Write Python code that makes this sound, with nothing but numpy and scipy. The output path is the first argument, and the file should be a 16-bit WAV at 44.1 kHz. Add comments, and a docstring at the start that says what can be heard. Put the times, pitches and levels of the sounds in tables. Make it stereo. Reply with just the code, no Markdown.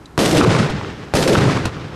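"""Two matchlock shots in a field

After a faint metallic click, two black-powder shots sound a second apart over grass. Each muzzle shock
returns as crackle from tents and fences, slaps from walls, the booms and roar of a wooded hillside and
a far rumble. A fast limiter presses blast and echoes to nearly one level."""
import sys
import numpy as np
from scipy import signal
from scipy.fft import rfft, irfft, next_fast_len
from scipy.io import wavfile
from scipy.ndimage import uniform_filter1d, map_coordinates

SR = 44100
rng = np.random.default_rng(int(sys.argv[2]) if len(sys.argv) > 2 else 0)


def to_wav(s):
    """Save 16-bit WAV."""
    ch = np.atleast_2d(s).T  # columns
    pcm = np.round(np.clip(ch, -1, 1) * 32767)  # PCM
    wavfile.write(sys.argv[1], SR, pcm.astype(np.int16))


N = 85995
T = np.arange(N) / SR

# the shots: t/s, blast level/dB, reverberation level/dB, reverberation tilt/(dB per octave)
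SHOTS = [(0.1778, -3, 1.5, -0.5), (1.138, 1.5, 0, -0.81)]
# spectrum of the muzzle crack and its scattered echoes: f/Hz, level/dB
CRACK_SPECTRUM = [(300, 12), (1000, 7), (2500, 5.5), (5000, 1.5), (9000, -5.5), (12000, -13), (15000, -15)]
GRAINS_PER_S, GRAIN_SHARE = 3500, 0.41  # separate wavefronts in a grainy wash: rate, share of power


def amp(db):
    """Amplitude ratio of a level in decibels."""
    return 10 ** (np.asarray(db) / 20)


def unit(x):
    """Normalisation to rms 1."""
    return x / np.sqrt(np.mean(x ** 2) + 1e-20)


def along(points, hz):
    """Interpolation of (f/Hz, value) points on a logarithmic frequency axis."""
    f, v = np.transpose(points)
    return np.interp(np.log(hz + 1), np.log(f + 1), v)


def filtered(x, response):
    """Linear filtering: the spectrum of x times a frequency response."""
    size = next_fast_len(N + 8192)
    return irfft(rfft(x, size) * response(np.fft.rfftfreq(size, 1 / SR)), size)[..., :N]


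def pan(db):
    """Left and right gains for a level difference between the ears."""
    return amp([[db / 2], [-db / 2]])


def wobble(hz):
    """Random modulation: a smooth curve through hz Gaussian values a second."""
    return map_coordinates(rng.standard_normal(1024), [T * hz], mode="wrap")


def fade(start, t60):
    """Exponential decay from start, by 60 dB in t60 seconds."""
    return (T >= start) * np.exp(-np.log(1000) * np.maximum(T - start, 0) / t60)


def scatter(spectrum, share=0., tilt_db=0.):
    """Partly coherent stereo noise of rms 1, with a share of its power in separate wavefronts."""
    # likeness of left and right: f/Hz, correlation
    coherence = [(40, 0.39), (130, 0.85), (300, 0.75), (550, 0.59), (1200, 0.59), (4500, 0.85),
                 (9000, 0.72), (13000, 0.18)]
    fronts = rng.standard_normal((2, N)) * (rng.random((2, N)) < GRAINS_PER_S / SR)
    pair = np.sqrt(share) * unit(fronts) + np.sqrt(1 - share) * rng.standard_normal((2, N))

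    def response(hz):
        angle = np.arccos(np.clip(along(coherence, hz), -1, 1)) / 2
        colour = amp(along(spectrum, hz) + tilt_db * np.log2((hz + 1) / 500)) * hz / (hz + 10)
        return colour * np.array([np.cos(angle), np.sin(angle)])

    mid, side = filtered(pair, response)
    return unit(np.array([mid + side, mid - side]))


def open_air():
    """Ambient noise: a steady outdoor background, strongest in the bass."""
    # background spectrum: f/Hz, level/dB
    spectrum = [(25, 2), (60, 12), (170, 7), (370, 5.5), (500, -2), (1100, -3.5), (2300, -14.5),
                (5500, -23.5), (11000, -29.5), (15000, -29)]
    return amp(-41) * scatter(spectrum)


def clicks():
    """Impact on metal: a tick of noise and the damped free vibration of one mode."""
    # small impacts: t/s, level/dB
    impacts = [(0.0574, -37.5), (.0985, -63)]
    # tick spectrum: f/Hz, level/dB
    spectrum = [(1000, -30), (2700, -18), (3800, 9), (5000, -7), (9000, -6.5), (13000, -46)]
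    ring_hz = 4000
    ticks = sum(amp(db) * fade(start, t60=0.03) for start, db in impacts) * scatter(spectrum)
    ring = sum(amp(db - 4) * fade(start, t60=0.04) * np.sin(2 * np.pi * ring_hz * (T - start))
               for start, db in impacts)
    return ticks + ring


def shock(start, length, rise=1 / SR):
    """Friedlander wave: a pressure jump that falls through zero into suction after length seconds."""
    t = np.maximum(T - start, 0)
    return (1 - np.exp(-t / rise)) * (1 - t / length) * np.exp(-t / length)


def blasts():
    """Sudden gas expansion radiates a shock, a slow pressure swing, a crack and a bark; bounces follow."""
    # reflections off the ground and things beside the gunners: delay/s, level/dB, pulse length/s
    bounces = [(.0025, 10.5, 0.00076), (0.0107, -2, 0.0013)]
    # spectrum of the muzzle's bark: f/Hz, level/dB
    bark_spectrum = [(100, -8), (400, -2), (800, 2), (1400, -16), (3000, -33), (10000, -34)]
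    swing_delay_s, half_period_s = 0.00316, 0.00306
    out = np.zeros((2, N))
    for start, db, _, _ in SHOTS:
        direct = shock(start, length=0.00062)
        u = (T - start - swing_delay_s) / half_period_s
        swing = amp(-4.5) * np.sin(np.pi * u) * (u > 0) * (u < 2)  # one full cycle
        reflected = sum(amp(level) * shock(start + delay, length, rise=0.00032)
                        for delay, level, length in bounces)
        crack = amp(-13) * fade(start, t60=0.045) * scatter(CRACK_SPECTRUM, GRAIN_SHARE)
        bark = amp(-7.5) * fade(start, t60=0.037) * scatter(bark_spectrum)
        out += amp(db) * (direct + swing + reflected + crack + bark)
    return signal.sosfilt(signal.butter(2, 46, "high", fs=SR, output="sos"), out)


def echo(spectrum, level_db, pan_db, delay, rise, hold, sag, t60):
    """Diffuse reflection of each shot: it rises, sags by sag dB/s for hold seconds, then decays."""
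    out = np.zeros((2, N))
    for start, _, db, tilt in SHOTS:
        t = np.maximum(T - start - delay, 0)
        release = np.exp(-np.log(1000) * np.maximum(t - hold, 0) / t60)
        envelope = np.minimum(t / rise, 1) * amp(-sag * np.minimum(t, hold)) * release
        flutter_db = 1.37 * wobble(hz=58.87)
        out += envelope * amp(level_db + db + flutter_db) * scatter(spectrum, GRAIN_SHARE, tilt)
    return out * pan(pan_db)


def roar():
    """Outdoor reverberation: the farther a region lies, the later and duller its diffuse echo."""
    # echo spectra of the near field, the trees, the hillside and far terrain: f/Hz, level/dB
    near = [(30, -19), (70, -7.5), (150, 6), (280, 6.5), (550, 3.5), (1000, -6), (2500, -12), (5000, -13),
            (9000, -19.5), (12000, -21.5), (15000, -29)]
    trees = [(30, -37), (120, -0.5), (250, -2), (400, 0.5), (650, -5.5), (1000, -16), (2500, -19),
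             (5000, -22.5), (9000, -30.5), (12000, -35), (15000, -50)]
    hill = [(25, -32), (55, -19), (130, 1), (220, -7.5), (400, -7.5), (700, -14.5), (1300, -16),
            (2500, -23), (5000, -28.5), (9000, -38.5), (12000, -49), (15000, -80)]
    far = [(25, -26), (60, -10.5), (125, -3), (230, -12), (400, -11), (700, -18.5), (1400, -19),
           (3000, -26), (5500, -33.5), (9000, -46.5), (12000, -79), (15000, -85)]
    return (echo(near, level_db=-12, pan_db=5, delay=0.011, rise=0.0025, hold=0.022, sag=11, t60=0.64)
            + echo(trees, level_db=-14.5, pan_db=-3, delay=0.135, rise=0.025, hold=0.086, sag=0, t60=0.29)
            + echo(hill, level_db=-13, pan_db=-3, delay=0.18, rise=0.073, hold=0.26, sag=17.5, t60=0.33)
            + echo(far, level_db=-21.5, pan_db=1.5, delay=0.38, rise=0.1, hold=0.11, sag=28.3, t60=2.08))


def sprays():
    """Scattering by tents and fences: ragged clusters of sharp reflections, duller from farther away."""
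    # clusters: t/s, level/dB, left-right/dB, tilt/(dB per octave), clipped to dull_tilt_db..0
    clusters = [(0.19, -16, -10, 4), (0.199, -15, 2, 0), (0.249, -9.5, 2, 2), (.270, -22.5, 6, 0),
                (0.3091, -14.5, 3.5, 2), (0.369, -15, -2, -1), (0.3764, -9.5, 2, -1),
                (0.528, -25.5, 10, -3), (.596, -39, 5, -8), (0.697, -18, -4, -3.5), (1.152, -15, 1, 0),
                (1.158, -15.5, -4, -.5), (1.2135, -18.5, 8, -1), (1.225, -16.5, 3, 0.5),
                (1.2747, -15, .5, 0), (1.326, -19.5, 3, -.5), (1.38, -15, -3, -2.5), (1.573, -39, 3, -10),
                (1.653, -20, -3, -2.5)]
    rise_s, dull_tilt_db = 0.0024, -3
    bright_power, dull_power = np.zeros((2, N)), np.zeros((2, N))
    for start, db, balance, tilt in clusters:
        envelope = amp(db) * pan(balance) * fade(start, t60=0.1) * np.clip((T - start) / rise_s, 0, 1)
        dullness = np.clip(tilt / dull_tilt_db, 0, 1)
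        bright_power += (1 - dullness) * envelope ** 2
        dull_power += dullness * envelope ** 2
    bright = np.sqrt(bright_power) * scatter(CRACK_SPECTRUM, GRAIN_SHARE)
    dull = np.sqrt(dull_power) * scatter(CRACK_SPECTRUM, GRAIN_SHARE, dull_tilt_db)
    crackle_db = 3.1 * wobble(hz=220.1)
    return (bright + dull) * amp(crackle_db)


def booms():
    """Reflection from broad slopes spreads the blast into short swells of low, band-limited noise."""
    # returns from the slopes: t/s, level/dB, centre f/Hz
    returns = [(0.207, -20, 470), (.25, -22, 111), (0.321, -19.5, 407), (.378, -10.5, 275),
               (.400, -18, 360), (.425, -15.5, 98), (0.443, -12, 405), (0.473, -8, 133), (.60, -17.5, 197),
               (0.731, -21.5, 149), (0.836, -32, 353), (1.195, -23, 141), (1.257, -15.5, 410),
               (1.306, -15.5, 360), (1.372, -16, 94), (1.388, -17, 169), (1.43, -19, 129)]
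    rise_s, width_octaves = 0.013, 0.36
    out = np.zeros(N)
    for start, db, centre in returns:
        u = np.maximum(T - start, 0) / rise_s
        envelope = u * np.exp(1 - u)
        band = lambda hz: np.exp(-.5 * (np.log2((hz + 1) / centre) / width_octaves) ** 2)
        swell = unit(envelope * filtered(rng.standard_normal(N), band))
        out += amp(db) * swell * np.sqrt(np.mean(envelope ** 2))
    return out * pan(-3)


def slaps():
    """Specular reflection: walls return the shock as a knock of a few cycles, trailed by a short wash."""
    # wall echoes: t/s, level/dB, left-right/dB, f/Hz
    wall_echoes = [(0.4123, 9, -2, 1265), (0.42, -2.5, -15.5, 1340), (.4482, 3.5, -2.5, 1100),
                   (0.55, -1.5, 2, 1100), (0.6301, -10, 5, 1460), (.812, -13, -6, 960),
                   (0.847, -16.5, 10.5, 1300), (1.3526, 2, -4, 1320), (1.358, 0.5, -11.5, 1470),
                   (1.3872, -1, -5, 1240), (1.497, -7, -2, 1150), (1.573, -8, -8, 1120),
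                   (1.6551, -13.5, -6, 1040), (1.767, -20.5, 7, 1260)]
    # spectrum of the wash: f/Hz, level/dB
    wash_spectrum = [(300, -28), (700, 3.5), (1200, 1), (1700, -7), (2800, -11), (5000, -24), (10000, -47)]
    rise_s, overtone_ratio = 0.00033, 1.99
    knocks, wash_envelope = np.zeros((2, N)), np.zeros((2, N))
    for start, db, balance, hz in wall_echoes:
        t = np.maximum(T - start, 0)
        phase = 2 * np.pi * hz * t
        wave = np.sin(phase) + amp(-10) * np.sin(overtone_ratio * phase)
        envelope = (1 - np.exp(-t / rise_s)) * fade(start, t60=0.0092)
        knocks += amp(db) * pan(balance) * envelope * wave
        wash_envelope += amp(db - 22) * pan(balance) * fade(start, t60=0.049)
    return knocks + wash_envelope * scatter(wash_spectrum, GRAIN_SHARE)


def scene():
    """Superposition of the shots, their echoes, the clicks and the open air."""
    return blasts() + sprays() + slaps() + booms() + roar() + clicks() + open_air()


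def record(dry):
    """Peak limiting and soft saturation, then the microphone's treble roll-off and a band limit."""
    ceiling, smoothing_s, recovery_db_per_s, top_hz = 0.59, 0.0012, 471, 16000
    roll_off = [(11500, 1), (13200, -2), (14500, -19), (16000, -34)]  # f/Hz, level/dB
    over_db = 20 * np.log10(np.maximum(np.abs(dry).max(axis=0) / ceiling, 1))
    recovery_db = recovery_db_per_s * T
    cut_db = np.maximum.accumulate(over_db + recovery_db) - recovery_db  # eases off after each peak
    limited = dry * amp(-uniform_filter1d(cut_db, int(smoothing_s * SR)))
    clipped = limited / (1 + (limited / .85) ** 8) ** (1 / 8)
    return filtered(clipped, lambda hz: amp(along(roll_off, hz)) * (hz < top_hz))


dry = scene()
out = record(dry)
to_wav(out)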